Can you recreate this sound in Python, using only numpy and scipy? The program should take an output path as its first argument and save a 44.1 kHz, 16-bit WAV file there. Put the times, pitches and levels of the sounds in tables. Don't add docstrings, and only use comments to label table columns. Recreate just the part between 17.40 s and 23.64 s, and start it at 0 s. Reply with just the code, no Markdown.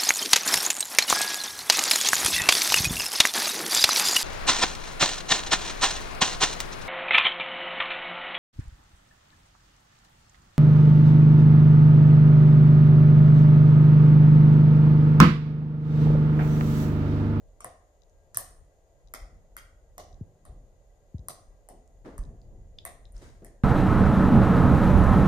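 import sys
import numpy as np
from scipy import signal
from scipy.fft import rfft, irfft
from scipy.io import wavfile
from scipy.ndimage import uniform_filter1d

SR = 44100
rng = np.random.default_rng(int(sys.argv[2]) if len(sys.argv) > 2 else 0)


def int16_out(signal):
    q = np.round(np.clip(np.atleast_2d(signal).T, -1, 1) * 32767)
    wavfile.write(sys.argv[1], SR, q.astype(np.int16))


N = 275007


def from_db(db):
    return 10 ** (np.asarray(db) / 20)


def rms_one(x):
    return x / np.sqrt(np.mean(x ** 2) + 1e-20)


def at_hz(table, hz, column=1):
    table = np.array(table)
    return np.interp(np.log(hz), np.log(table[:, 0]), table[:, column])


def band(x, low_hz, high_hz):
    return signal.sosfilt(signal.butter(2, [low_hz, high_hz], "band", fs=SR, output="sos"), x)


def ring(hz, fade_cycles, rise_cycles):
    turns = np.arange(int(.03 * SR)) / SR * hz
    wave = np.sin(2 * np.pi * turns) * np.exp(-turns / fade_cycles) * (1 - np.exp(-turns / rise_cycles))
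    return wave / np.abs(wave).max()


def add(out, start, wave):
    at = round(start * SR)
    wave = wave[..., :N - at]
    out[..., at:at + wave.shape[-1]] += wave


def sides(pan_db):
    return from_db([[pan_db / 2], [-pan_db / 2]])


# frequency in Hz, likeness from 0 (unrelated) to 1 (the same).
LIKENESS = [(30, 0.73), (100, 0.99), (290, 0.93), (640, 0.79), (1200, 0), (15000, 0.33)]

def shaped_noise(spectrum, size):
    hz = np.maximum(np.arange(size // 2 + 1) * SR / size, 1)
    middle, side = rfft(rng.standard_normal((2, size)))
    alike = np.clip(at_hz(LIKENESS, hz), 0, 1)
    pair = np.sqrt(1 + alike) * middle + np.sqrt(1 - alike) * side * [[1], [-1]]
    return rms_one(irfft(pair * from_db(at_hz(spectrum, hz)), size))


# frequency in Hz, relative level in dB.
AIR_COLOUR = [(76, -65), (130, -30.5), (322, -6.5), (427, -1.5), (565, 3), (720, -2.5), (850, -9),
              (1300, -19), (2300, -24.5), (5500, -26.5), (8500, -30.5), (10300, -29), (12500, -28.5),
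              (14300, -33.5), (15200, -38)]
# pitch in Hz, width in Hz, level in dB, left over right in dB.
WHISTLES = [(1615, 10, -94.5, 15.5), (1970, 58, -88.5, 2), (6820, 840, -83, 11)]
AIR_DB = -67.5

def room_air():
    out = from_db(AIR_DB) * shaped_noise(AIR_COLOUR, N)
    for hz, width_hz, db, pan_db in WHISTLES:
        whistle = band(rng.standard_normal((2, N)), hz - width_hz / 2, hz + width_hz / 2)
        out += from_db(db) * sides(pan_db) * rms_one(whistle)
    return out


# time in seconds, rumble level in dB.
HAND_MOTION = [(0, -52), (.5, -62.5), (.95, -56.5), (1.18, -54.5), (1.38, -61.5), (1.9, -54.5), (2.5, -57),
               (2.78, -50), (2.979, -66.5), (3.09, -48), (3.35, -57.5), (4.45, -58.5), (4.88, -45),
               (5.03, -50), (5.14, -45), (5.3, -51), (5.699, -52), (5.85, -50.5), (6.24, -57)]
# frequency in Hz, relative level in dB.
RUMBLE_COLOUR = [(8.8, -27.5), (15, -12.5), (38, 3), (57, -8.5), (77, -7), (200, -36.5), (260, -60.5),
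                 (440, -120)]
SHUFFLE_COLOUR = [(50, -40.5), (90, 3), (135, 3), (250, -8), (420, -11), (700, -16.5), (2000, -58.5),
                  (16000, -92)]
CALM_RUMBLE_DB, CALM_SHUFFLE_DB = -58.5, -74.5
SETTLE_DB, SETTLE_S = -33.5, 0.073

def hand_rumble():
    times, levels_db = np.transpose(HAND_MOTION)
    rumble_db = np.interp(np.arange(N) / SR, times, levels_db)
    shuffle_gain = from_db(CALM_SHUFFLE_DB + 1.5 * (rumble_db - CALM_RUMBLE_DB))
    t = np.arange(SR) / SR
    settle = t / SETTLE_S * np.exp(1 - t / SETTLE_S)
    for start, db, *_ in THUMPS:
        add(shuffle_gain, start, from_db(db + SETTLE_DB) * settle)
    rumble = from_db(rumble_db) * shaped_noise(RUMBLE_COLOUR, N)
    return rumble + shuffle_gain * shaped_noise(SHUFFLE_COLOUR, N)


POPS = [(0.2051, -42, -16, -43.5, 8000, -50, -52, -43, 1170, -52, 2150, -2.5),
        (.245, -21.5, -16, -50, 5900, -45.5, -32.5, -34, 1056, -37.5, 1860, -6.5),
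        (.9456, -29, -7, -39.5, 6230, -45, -62.5, -44, 1410, -46, 1720, -2),
        (.972, -3.5, -3.5, -37, 6450, -38, -36.5, -32.5, 1123, -33, 1780, -6),
        (1.7381, -22.5, -2, -39, 6380, -45, -39.5, -35.5, 1310, -35.5, 1990, -2.5),
        (2.1665, -26, 0, -44.5, 6300, -45.5, -72.5, -36.5, 1470, -39, 1910, -2),
        (2.5803, -30.5, 2.5, -41.5, 6060, -51, -36.5, -41, 1043, -46, 1940, -3),
        (3.0523, -40.5, -20, -66.5, 5050, -65, -52.5, -53, 1110, -60.5, 1830, 0),
        (3.8848, -15.5, -8, -40.5, 5630, -41.5, -38.5, -35.5, 1125, -44, 1900, -5),
        (4.2881, -33, -11, -56, 6160, -59, -41, -57, 930, -55.5, 1910, -3.5),
        (4.7799, -33, -10.5, -50.5, 7800, -60, -52.5, -45, 1110, -48.5, 1740, -5.5),
        (5.4519, -18.5, -7.5, -52, 5400, -46, -39, -40, 1080, -37, 1920, -2.5),
        (6.0471, -34, -7, -57.5, 7260, -64.5, -53, -75, 910, -50, 1860, -2)]
CRACK_HZ, CRACK_TOP_HZ, LOW_RING_HZ = 9520, 13300, 709
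TABLE_ECHO_S, LEFT_LAG_S = .0007, .000218

def slime_pops():
    out = np.zeros((2, N))
    cut_lows = signal.butter(2, 6000, "high", fs=SR, output="sos")
    for (start, crack_db, top_db, sputter_db, sputter_hz, smack_db,
         low_db, middle_db, middle_hz, high_db, high_hz, room_db) in POPS:
        crack = ring(CRACK_HZ, 1.28, 0.91) - from_db(top_db) * ring(CRACK_TOP_HZ, 2.2, 1.7)
        crack = signal.sosfilt(cut_lows, crack)
        crack = from_db(crack_db) * crack / np.abs(crack).max()
        add(crack, TABLE_ECHO_S, from_db(-15) * crack[:600])
        spray = rng.standard_normal(len(crack)) * np.exp(-np.arange(len(crack)) / SR / 0.004)
        sputter = 2 * band(spray, .75 * sputter_hz, 1.3 * sputter_hz)
        droplets = 0.2513 * band(spray, 7500, 15000)
        wet_smack = band(spray, 2800, 4400)
        tear = crack + from_db(sputter_db) * (sputter + droplets) + from_db(smack_db) * wet_smack
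        low = from_db(low_db) * ring(LOW_RING_HZ, 1.2, 1.5)
        upper = from_db(middle_db) * ring(middle_hz, 1.36, 2) + from_db(high_db) * ring(high_hz, 2.3, 3)
        direct = tear + from_db(-2.5) * low
        add(out[0], start + LEFT_LAG_S, direct + from_db(5) * upper)
        add(out[1], start, direct + from_db(1.5) * upper)
        to_room = from_db(room_db) * (tear + low + upper)
        echo = room_echo(size=26460)
        add(out, start, signal.fftconvolve(to_room[None], echo, axes=1))
    return out


# frequency in Hz, seconds to fade by 60 dB, relative level in dB.
ROOM_ECHO = [(203, 0.29, -9.5), (490, 0.48, -22.5), (1190, 0.53, -27.5), (1990, 0.51, -29.5),
             (3700, 0.4, -17), (6710, 0.44, -31), (10800, 0.19, -28), (13045, 0.18, -32.5),
             (16230, 0.35, -40.5)]
FIRST_WALL_S, SEPARATE_ECHOES_S = .0078, .022

def room_echo(size):
    out, t = np.zeros((2, size)), np.arange(size) / SR
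    edges_hz = 100 * 2 ** np.arange(0, 7.6, .5)
    noises = [shaped_noise([(10, 0), (20000, 0)], size) for _ in range(2)]
    for k, (low, high) in enumerate(zip(edges_hz, edges_hz[1:])):
        hz = np.sqrt(low * high)
        fade = from_db(at_hz(ROOM_ECHO, hz, column=2) - 60 * t / at_hz(ROOM_ECHO, hz))
        out += band(noises[k % 2], low, high) * fade
    lumps = rms_one(uniform_filter1d(rng.standard_normal(size), size=30))
    separate_echoes = from_db(8 * lumps * np.exp(-t / SEPARATE_ECHOES_S))
    return out * separate_echoes * np.where(t < FIRST_WALL_S, .35, 1)


# start in seconds, level in dB, first pitch in Hz, last pitch in Hz,
# rise time in seconds, left over right in dB.
THUMPS = [(.25, -52, 140, 120, .012, 2), (.955, -46, 130, 110, .012, 2), (1.645, -46, 60, 45, .012, 2),
          (1.816, -35, 70, 40, .014, 2), (2.714, -55, 500, 300, .002, 2), (2.8095, -29.5, 340, 85, .007, 2),
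          (3.082, -42, 90, 60, .015, 2), (3.7435, -28, 340, 75, .008, 2), (3.7925, -35, 200, 55, .009, 2),
          (4.08, -46, 45, 35, .015, 2), (4.787, -25.5, 110, 36, .014, -2), (5.747, -35, 45, 40, .013, 2)]
SLIDE_S = 0.0043

def hand_thumps():
    out, t = np.zeros((2, N)), np.arange(int(.3 * SR)) / SR
    for start, db, first_hz, last_hz, rise_s, pan_db in THUMPS:
        turns = last_hz * t + (first_hz - last_hz) * SLIDE_S * (1 - np.exp(-t / SLIDE_S))
        swell = t / rise_s * np.exp(1 - t / rise_s)
        add(out, start, -from_db(db) * swell * np.sin(2 * np.pi * turns) * sides(pan_db))
    return out


# pitch in Hz, relative level in dB, fade time in cycles.
CASE_TONES = [(3920, -4.5, 5.6), (5040, -4, 4), (5960, -5, 5.7)]
FIRST_BEAT_S, BEAT_S = .6197, 1.05435
DROP_DELAY_S = (.0148, .0106)

def pendulum_clock():
    out = np.zeros((2, N))
    click = sum(from_db(db) * ring(hz, cycles, 1.2) for hz, db, cycles in CASE_TONES)
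    click = click * sides(pan_db=21.5)
    for beat in range(6):
        start = FIRST_BEAT_S + beat * BEAT_S
        add(out, start, from_db(-62) * click)
        add(out, start + DROP_DELAY_S[beat % 2], from_db(-65) * click)
    return out


# start in seconds, main tone's level in dB, its pitch in Hz,
# left over right in dB, fade time in cycles.
TICKS = [(0.697, -58, 6460, -3, 1.6), (4.477, -54, 7450, 0, 0.86), (5.0163, -54.5, 4730, 3, 1.5),
         (5.3861, -38.5, 3520, 8.5, 2.7), (5.3878, -38, 3550, -9, 1.9), (5.654, -50, 3830, 8, 2.2),
         (5.722, -50, 9300, 2, 5), (5.766, -50.5, 5360, 10, 2.7), (5.7797, -50, 6400, -3, 4.1)]
TAIL_DB, TAIL_FADE_S = -33.5, 0.24

def dry_ticks():
    out, t = np.zeros((2, N)), np.arange(2600) / SR
    for start, db, hz, pan_db, cycles in TICKS:
        tick = from_db(db) * (ring(hz, cycles, 3) + .45 * ring(1.33 * hz, cycles, 3))
        tail = from_db(TAIL_DB - 60 * t / TAIL_FADE_S) * rng.standard_normal((2, len(t)))
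        add(out, start, tick * sides(pan_db))
        add(out, start, signal.fftconvolve(tick[None], tail, axes=1))
    return out


# start in seconds, level in dB, brightness in dB,
# swell time in seconds.
KNOCKS = [(3.087, -62, -44, 0.0036), (4.302, -53, -59, 0.0026), (4.645, -41, -23.5, 0.0078),
          (5.738, -56, 1.5, 0.022), (5.812, -50, -3, 0.0069), (6.018, -49.5, -46, 0.0037)]
# frequency in Hz, relative level in dB.
KNOCK_COLOUR = [(59, -45), (100, 1.5), (300, 4), (514, 1.5), (700, -9), (2000, -24.5), (2500, -36),
                (6500, -47.5), (10000, -56), (14000, -66), (15500, -77)]
PLAIN_BRIGHTNESS_DB, LUMP_DB, KNOCK_FADE_S = -39, 2, 0.58

def far_knocks():
    out, t = np.zeros((2, N)), np.arange(SR // 2) / SR
    for start, db, brightness_db, swell_s in KNOCKS:
        tilt_db = brightness_db - PLAIN_BRIGHTNESS_DB
        colour = [(hz, level + tilt_db * np.clip(np.log2(hz / 500) / 4, 0, 1))
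                  for hz, level in KNOCK_COLOUR]
        lumps = rms_one(uniform_filter1d(rng.standard_normal(len(t)), size=90))
        fade = from_db(db + LUMP_DB * lumps * np.exp(-t / 0.059) - 60 * t / KNOCK_FADE_S)
        swell = 1 - np.exp(-t / swell_s)
        add(out, start, fade * swell * shaped_noise(colour, len(t)))
    return out


def scene():
    short_sounds = slime_pops() + dry_ticks() + pendulum_clock() + hand_thumps() + far_knocks()
    return short_sounds + hand_rumble() + room_air()


SHARED_ABOVE_HZ, TREBLE_FADE_HZ, CUTOFF_HZ = 8000, 15000, 16700

def record(dry):
    left, right = rfft(dry)
    hz = np.arange(len(left)) * SR / N
    shared = 1 / (1 + (SHARED_ABOVE_HZ / (hz + 1)) ** 24)
    late_right = right * np.exp(-2j * np.pi * hz * LEFT_LAG_S)
    left = np.sqrt(1 - shared ** 2) * left + shared * late_right
    treble_fade = signal.butter(4, TREBLE_FADE_HZ, fs=SR, output="sos")
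    steep_cut = signal.cheby2(12, 70, CUTOFF_HZ, fs=SR, output="sos")
    softened = signal.sosfilt(treble_fade, irfft([left, right], N))
    return signal.sosfilt(steep_cut, softened)


dry = scene()
out = record(dry)
int16_out(out)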